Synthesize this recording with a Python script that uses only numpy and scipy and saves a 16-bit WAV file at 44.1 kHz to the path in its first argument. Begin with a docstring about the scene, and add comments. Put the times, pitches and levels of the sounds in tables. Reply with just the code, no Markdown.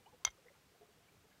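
"""Outdoors, one microphone, 1.4 s: soft hiss (shaped noise) lies beneath throughout.
From the start water plops and gurgles faintly under a deck: short swelling sines that climb in pitch.
At a quarter of a second a small hard wooden spindle is knocked once: ringing modes and a crack of noise.
It rattles in a few bounces of tiny contacts and settles with a low thump, a sine of sagging pitch.
The water and the hiss go on to the end."""
import sys
import numpy as np
from scipy import signal
from scipy.io import wavfile
from scipy.ndimage import uniform_filter1d

SR = 44100
rng = np.random.default_rng(int(sys.argv[2]) if len(sys.argv) > 2 else 0)


def voltage_ratio(level):
    """Linear amplitude factor for a level in decibels (scalar or array-like)."""
    return 10 ** (np.asarray(level, float) / 20)


def output_pcm(signal):
    """Save a mono or channel-first signal as 16-bit PCM at the path in sys.argv[1].

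    Samples are clipped to [-1, 1] before scaling.
    """
    pcm = np.clip(np.atleast_2d(signal).T, -1, 1) * 32767
    wavfile.write(sys.argv[1], SR, np.round(pcm).astype(np.int16))


N = 61739

# Spectrum of the outdoor hiss, relative: pitch_hz [Hz], level_db [dB per Hz]
HISS_SPECTRUM = [(15, -35), (32, -28), (50, 2.5), (75, -1), (150, 1), (250, -4), (470, -5.5), (800, -8.5),
                 (1630, -9.5), (4540, -14.5), (8910, -19), (10500, -22.5), (12000, -21), (15700, -23.5)]
# Clear bubbles under the deck: start_s [s], level_db [dB], pitch_hz [Hz], length_s [s],
# rise [share of the pitch gained per length]
BUBBLES = [(.0, -72, 490, 0.033, .03), (.057, -59.5, 691, 0.031, .5), (.058, -65, 2910, 0.012, 0.017),
           (0.059, -69.5, 2440, 0.0088, 0.017), (0.09, -68.5, 980, 0.018, 0.045),
           (0.123, -62.5, 829, 0.019, .03), (.128, -60.5, 492, 0.029, 0.011),
           (0.197, -67, 690, 0.018, 0.027), (0.212, -69.5, 1010, 0.036, 0.083),
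           (0.381, -63, 520, .02, 0.038), (.453, -58, 477, 0.024, .03), (0.464, -66, 1907, 0.011, .03),
           (.4835, -55.5, 1950, 0.0048, 0.098), (0.495, -61, 1910, 0.0027, 0.025),
           (0.501, -63.5, 552, 0.022, .025), (0.54, -67, 2260, .005, .03), (.549, -71.5, 854, 0.016, .035),
           (0.544, -72, 1368, 0.028, 0.024), (.742, -69.5, 665, 0.022, 0.07),
           (.745, -68.5, 437, .025, 0.12), (.805, -59.5, 411, 0.032, .054), (.806, -64, 684, 0.039, 0.023),
           (0.849, -67, 383, 0.014, 0.024), (0.885, -65.5, 417, 0.023, 0.026),
           (0.903, -74.5, 690, 0.028, 0.026), (.966, -70, 480, 0.037, 0.026),
           (0.995, -69.5, 430, 0.015, 0.07), (1.001, -73.5, 676, 0.038, 0.044),
           (1.065, -68, 2910, .007, 0.023), (1.083, -65.5, 2210, 0.012, .08),
           (1.137, -68.5, 407, .016, 0.021), (1.238, -64, 407, 0.024, 0.11),
           (1.309, -67.5, 1627, 0.017, 0.042), (1.326, -71, 2110, 0.012, .03)]
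# Lasting modes of the spindle: pitch_hz [Hz], level_db [dB], t60_s [s], build_up_s [s]
WOOD_MODES = [(826, -28.5, 0.03, 0.00034), (1016, -15, 0.016, 0.0004), (1290, -12, 0.014, 0.00042),
              (1488, -26.5, 0.025, 0.00075), (2134, -7, 0.039, 0.0015), (2106, -16, 0.02, .0004),
              (3242, -4, 0.026, 0.00089), (3323, -16.5, 0.042, 0.00067), (4490, -16.5, 0.035, 0.00033),
              (4755, -8, 0.021, 0.00088), (6044, 26, 0.011, 0.003), (6700, -19, 0.041, 0.00043),
              (10700, -34.5, 0.05, 0.00037)]
# Broad short resonances of the contact itself: pitch_hz [Hz], level_db [dB], t60_s [s], build_up_s [s]
CLATTER_MODES = [(586, -10.5, 0.0066, 0.00038), (980, 1.5, 0.0052, 0.00021), (1413, -2.5, 0.0083, 0.00027),
                 (2810, -23, 0.031, 0.00053), (3600, 4.5, 0.011, 0.00018), (3730, -8.5, 0.013, 0.0001),
                 (4780, -5, 0.0066, 0.00016), (5530, -1.5, .012, 0.00024), (6800, 9, 0.0092, 0.00018),
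                 (7820, -17, 0.03, 0.000093), (9840, -16, 0.0085, 0.00013), (13120, -15, 0.0043, 0.0013)]
# Knock and bounces: start_s [s], level_db [dB], tilt_db [dB per octave], dull_hz [Hz, treble falls above],
# clatter_db [dB against the wood]
CONTACTS = [(0.2495, -22.5, -0.47, 19800, -7), (.2625, -44.5, -11, 3500, -10),
            (0.2651, -47.5, 4.5, 5160, -4.5), (.2682, -34, -6, 3860, -15), (0.2741, -36, 0.5, 4350, -10.5),
            (0.2757, -32, -6, 3600, -16.5), (0.2842, -50, -5.5, 4200, 0.5), (0.3028, -59, -1, 9000, -12),
            (0.3078, -60.5, -1, 9000, -12)]

HISS_DB, PATCH_DB = -69.5, 0.4
RUMBLE_HZ, LUMP_DB = 247, 2.5
PLOP_SWELL = 0.49  # swell time as a share of the plop's length
GURGLES_PER_S, GURGLE_DB, GURGLE_SPREAD_DB = 40, -75, 3
GURGLE_LOW_HZ, GURGLE_HIGH_HZ, GURGLE_CYCLES = 380, 2800, 9
WOBBLE = 0.33  # unevenness of the water's level, as a share
THUMP_S, THUMP_DB, THUMP_RISE_S = 0.2642, -54, 0.0155
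THUMP_HZ, THUMP_SAG, THUMP_SAG_S = 48, 3.4, 0.008  # resting pitch, extra share at the start, its decay
PIVOT_HZ = 2120  # the spectral tilt turns about this pitch
RATTLE_S, RATTLE_PEAK_S, RATTLE_PER_S = 0.253, 0.015, 900  # peak counted from the start
RATTLE_DB, RATTLE_SPREAD_DB = -55, 4.0
RATTLE_TILT_DB, RATTLE_DULL_HZ, RATTLE_CLATTER_DB = -1.5, 4300, -4
DETUNE = 0.012  # typical shift of the modes at each contact point, as a share
CRACK_T60_S, CRACK_LOW_HZ, CRACK_HIGH_HZ = 0.021, 520, 6500
SPRAY_DB, SPRAY_T60_S, SPRAY_HZ, SPRAY_TOP_HZ = -9.5, 0.022, 7000, 12700  # treble part of the crack
BODY_LOW_HZ = 480  # the thin spindle radiates little below this
TAIL_DB, TAIL_T60_S = -30, 0.13  # scatter from boards and hands
EDGE_HZ = 15850


def evened(x):
    """Scales a signal to an rms of one."""
    return x / np.sqrt(np.mean(x ** 2) + 1e-20)


def add(mix, start_s, sound):
    """Lays a sound into the mix at its start, cut at the end of the mix."""
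    part = mix[round(start_s * SR):][:len(sound)]
    part += sound[:len(part)]


def hiss():
    """Smooth outdoor noise with faint patches in time and pitch; its rumble comes in lumps."""
    frames, hz = N // 512 + 5, np.fft.rfftfreq(2048, 1 / SR)
    real, imag, patches = rng.standard_normal((frames, 1025, 3)).T
    patches = uniform_filter1d(patches, 20, axis=0)  # across pitch
    patches = evened(uniform_filter1d(patches, 5, axis=1))  # across time
    lumps = evened(uniform_filter1d(rng.standard_normal(frames), 3))
    point_hz, point_db = np.transpose(HISS_SPECTRUM)
    shape_db = np.interp(np.log(hz + 1), np.log(point_hz + 1), point_db)[:, None]
    low = 1 / (1 + (hz[:, None] / RUMBLE_HZ) ** 2)
    level_db = shape_db + PATCH_DB * patches + LUMP_DB * low * lumps
    noise = signal.istft((real + 1j * imag) * voltage_ratio(level_db), nperseg=2048, noverlap=1536)[1][:N]
    return voltage_ratio(HISS_DB) * evened(noise)


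def plop(level_db, pitch_hz, length_s, rise):
    """A bubble: a short sine that swells, fades and climbs in pitch."""
    u = np.arange(0, 1.5 * length_s, 1 / SR) / length_s
    v = u / PLOP_SWELL
    close = np.cos(np.pi * u / 3)  # reaches silence at 1.5 lengths
    phase = 2 * np.pi * np.cumsum(pitch_hz * (1 + rise * u)) / SR
    return voltage_ratio(level_db) * v * np.exp(1 - v) * close * np.sin(phase)


def water():
    """Clear bubbles and a random scatter of fainter ones under the deck, all a little uneven."""
    out = np.zeros(N)
    for start_s, *bubble in BUBBLES:
        add(out, start_s, plop(*bubble))
    for when, height, strength, climb in rng.random((200, 4)):
        # the cube favours low gurgles
        pitch_hz = GURGLE_LOW_HZ * (GURGLE_HIGH_HZ / GURGLE_LOW_HZ) ** (height ** 3)
        level_db = GURGLE_DB + GURGLE_SPREAD_DB * (2 * strength - 1)
        gurgle = plop(level_db, pitch_hz, GURGLE_CYCLES / pitch_hz, 0.1 * climb)
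        add(out, when * 200 / GURGLES_PER_S, gurgle)  # those past the end go unheard
    drift = uniform_filter1d(rng.standard_normal(N), size=50)
    drift = evened(uniform_filter1d(drift, size=50))
    return out * (1 + WOBBLE * drift)


def thump():
    """The spindle settles: a soft low push, a sine under a smooth swell, its pitch sagging."""
    out, t = np.zeros(N), np.arange(6000) / SR
    u = t / THUMP_RISE_S
    hz = THUMP_HZ * (1 + THUMP_SAG * np.exp(-t / THUMP_SAG_S))
    swell = u ** 2 * np.exp(2 - 2 * u)
    push = -voltage_ratio(THUMP_DB) * swell * np.sin(2 * np.pi * np.cumsum(hz) / SR)
    add(out, THUMP_S, push)
    return out


def ring(modes, t, tilt_db, dull_hz):
    """Modes as a sum of dying sines, the treble weak where the contact is soft."""
    hz, mode_db, t60_s, build_up_s = np.transpose(modes)[:, :, None]
    reach = voltage_ratio(tilt_db * np.log2(hz / PIVOT_HZ)) / (1 + (hz / dull_hz) ** 6)
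    decay = voltage_ratio(mode_db - 60 * t / t60_s)
    build_up = (1 - np.exp(-t / build_up_s)) ** 2
    return (reach * decay * build_up * np.sin(2 * np.pi * hz * t)).sum(0)


def rattle():
    """A dense shiver of tiny contacts, each catching the wood at one of six slightly different spots."""
    out, t = np.zeros(N), np.arange(3000) / SR
    u = np.maximum(np.arange(N) / SR - RATTLE_S, 0) / RATTLE_PEAK_S
    swell = u * np.exp((1 - u ** 2) / 2)
    size = voltage_ratio(RATTLE_SPREAD_DB * np.minimum(rng.exponential(1, N), 3)) * rng.choice([-1, 1], N)
    struck = rng.random(N) < RATTLE_PER_S / SR
    hits = voltage_ratio(RATTLE_DB) * swell * size * struck
    spot = rng.integers(0, 6, N)
    for k, shift in enumerate(1 + DETUNE * rng.standard_normal(6)):
        wood = ring(WOOD_MODES, t * shift, RATTLE_TILT_DB, RATTLE_DULL_HZ)
        clatter = ring(CLATTER_MODES, t * shift, RATTLE_TILT_DB, RATTLE_DULL_HZ)
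        tap = wood + voltage_ratio(RATTLE_CLATTER_DB) * clatter
        out += signal.fftconvolve(hits * (spot == k), tap)[:N]
    return out


def blow(level_db, tilt_db, dull_hz, clatter_db, noise):
    """One contact rings the wood, with clatter and a crack of noise."""
    t = np.arange(len(noise)) / SR
    band = signal.butter(2, [CRACK_LOW_HZ, min(CRACK_HIGH_HZ, dull_hz)], "band", fs=SR)
    crack = signal.lfilter(*band, noise * voltage_ratio(-60 * t / CRACK_T60_S))
    band = signal.butter(2, [SPRAY_HZ, SPRAY_TOP_HZ], "band", fs=SR)
    spray = signal.lfilter(*band, noise * voltage_ratio(SPRAY_DB - 60 * t / SPRAY_T60_S))
    spray = spray / (1 + (SPRAY_HZ / dull_hz) ** 2 / 4)  # a soft contact sprays less
    clatter = crack + spray + ring(CLATTER_MODES, t, tilt_db, dull_hz)
    return voltage_ratio(level_db) * (ring(WOOD_MODES, t, tilt_db, dull_hz) + voltage_ratio(clatter_db) * clatter)


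def spindle():
    """The knock, its bounces and rattle through a thin body, and their tail scattered as dying noise."""
    out = rattle()
    noises = rng.standard_normal((len(CONTACTS), 4000))
    for (start_s, *contact), noise in zip(CONTACTS, noises):
        add(out, start_s, blow(*contact, noise))
    out = signal.lfilter(*signal.butter(3, BODY_LOW_HZ, "high", fs=SR), out)
    t = np.arange(8000) / SR
    # the root brings the tail's energy to about one before TAIL_DB
    fade = voltage_ratio(TAIL_DB - 60 * t / TAIL_T60_S) / np.sqrt(TAIL_T60_S * SR / 14)
    tail = signal.fftconvolve(out, fade * rng.standard_normal(len(t)))[:N]
    return out + tail


def scene():
    """Everything at one microphone, on one channel."""
    return (spindle() + thump() + water() + hiss())[None]


def low_pass(x):
    """Removes everything above the highest recorded frequency."""
    return signal.sosfilt(signal.butter(12, 15850, fs=SR, output="sos"), x)


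def record(dry):
    """Limits the band of the microphone signal with a steep low-pass at EDGE_HZ."""
    edge = signal.firwin(255, EDGE_HZ, fs=SR)
    mix = signal.oaconvolve(dry, edge[None], "same")
    return low_pass(mix)


dry = scene()
out = record(dry)
output_pcm(out)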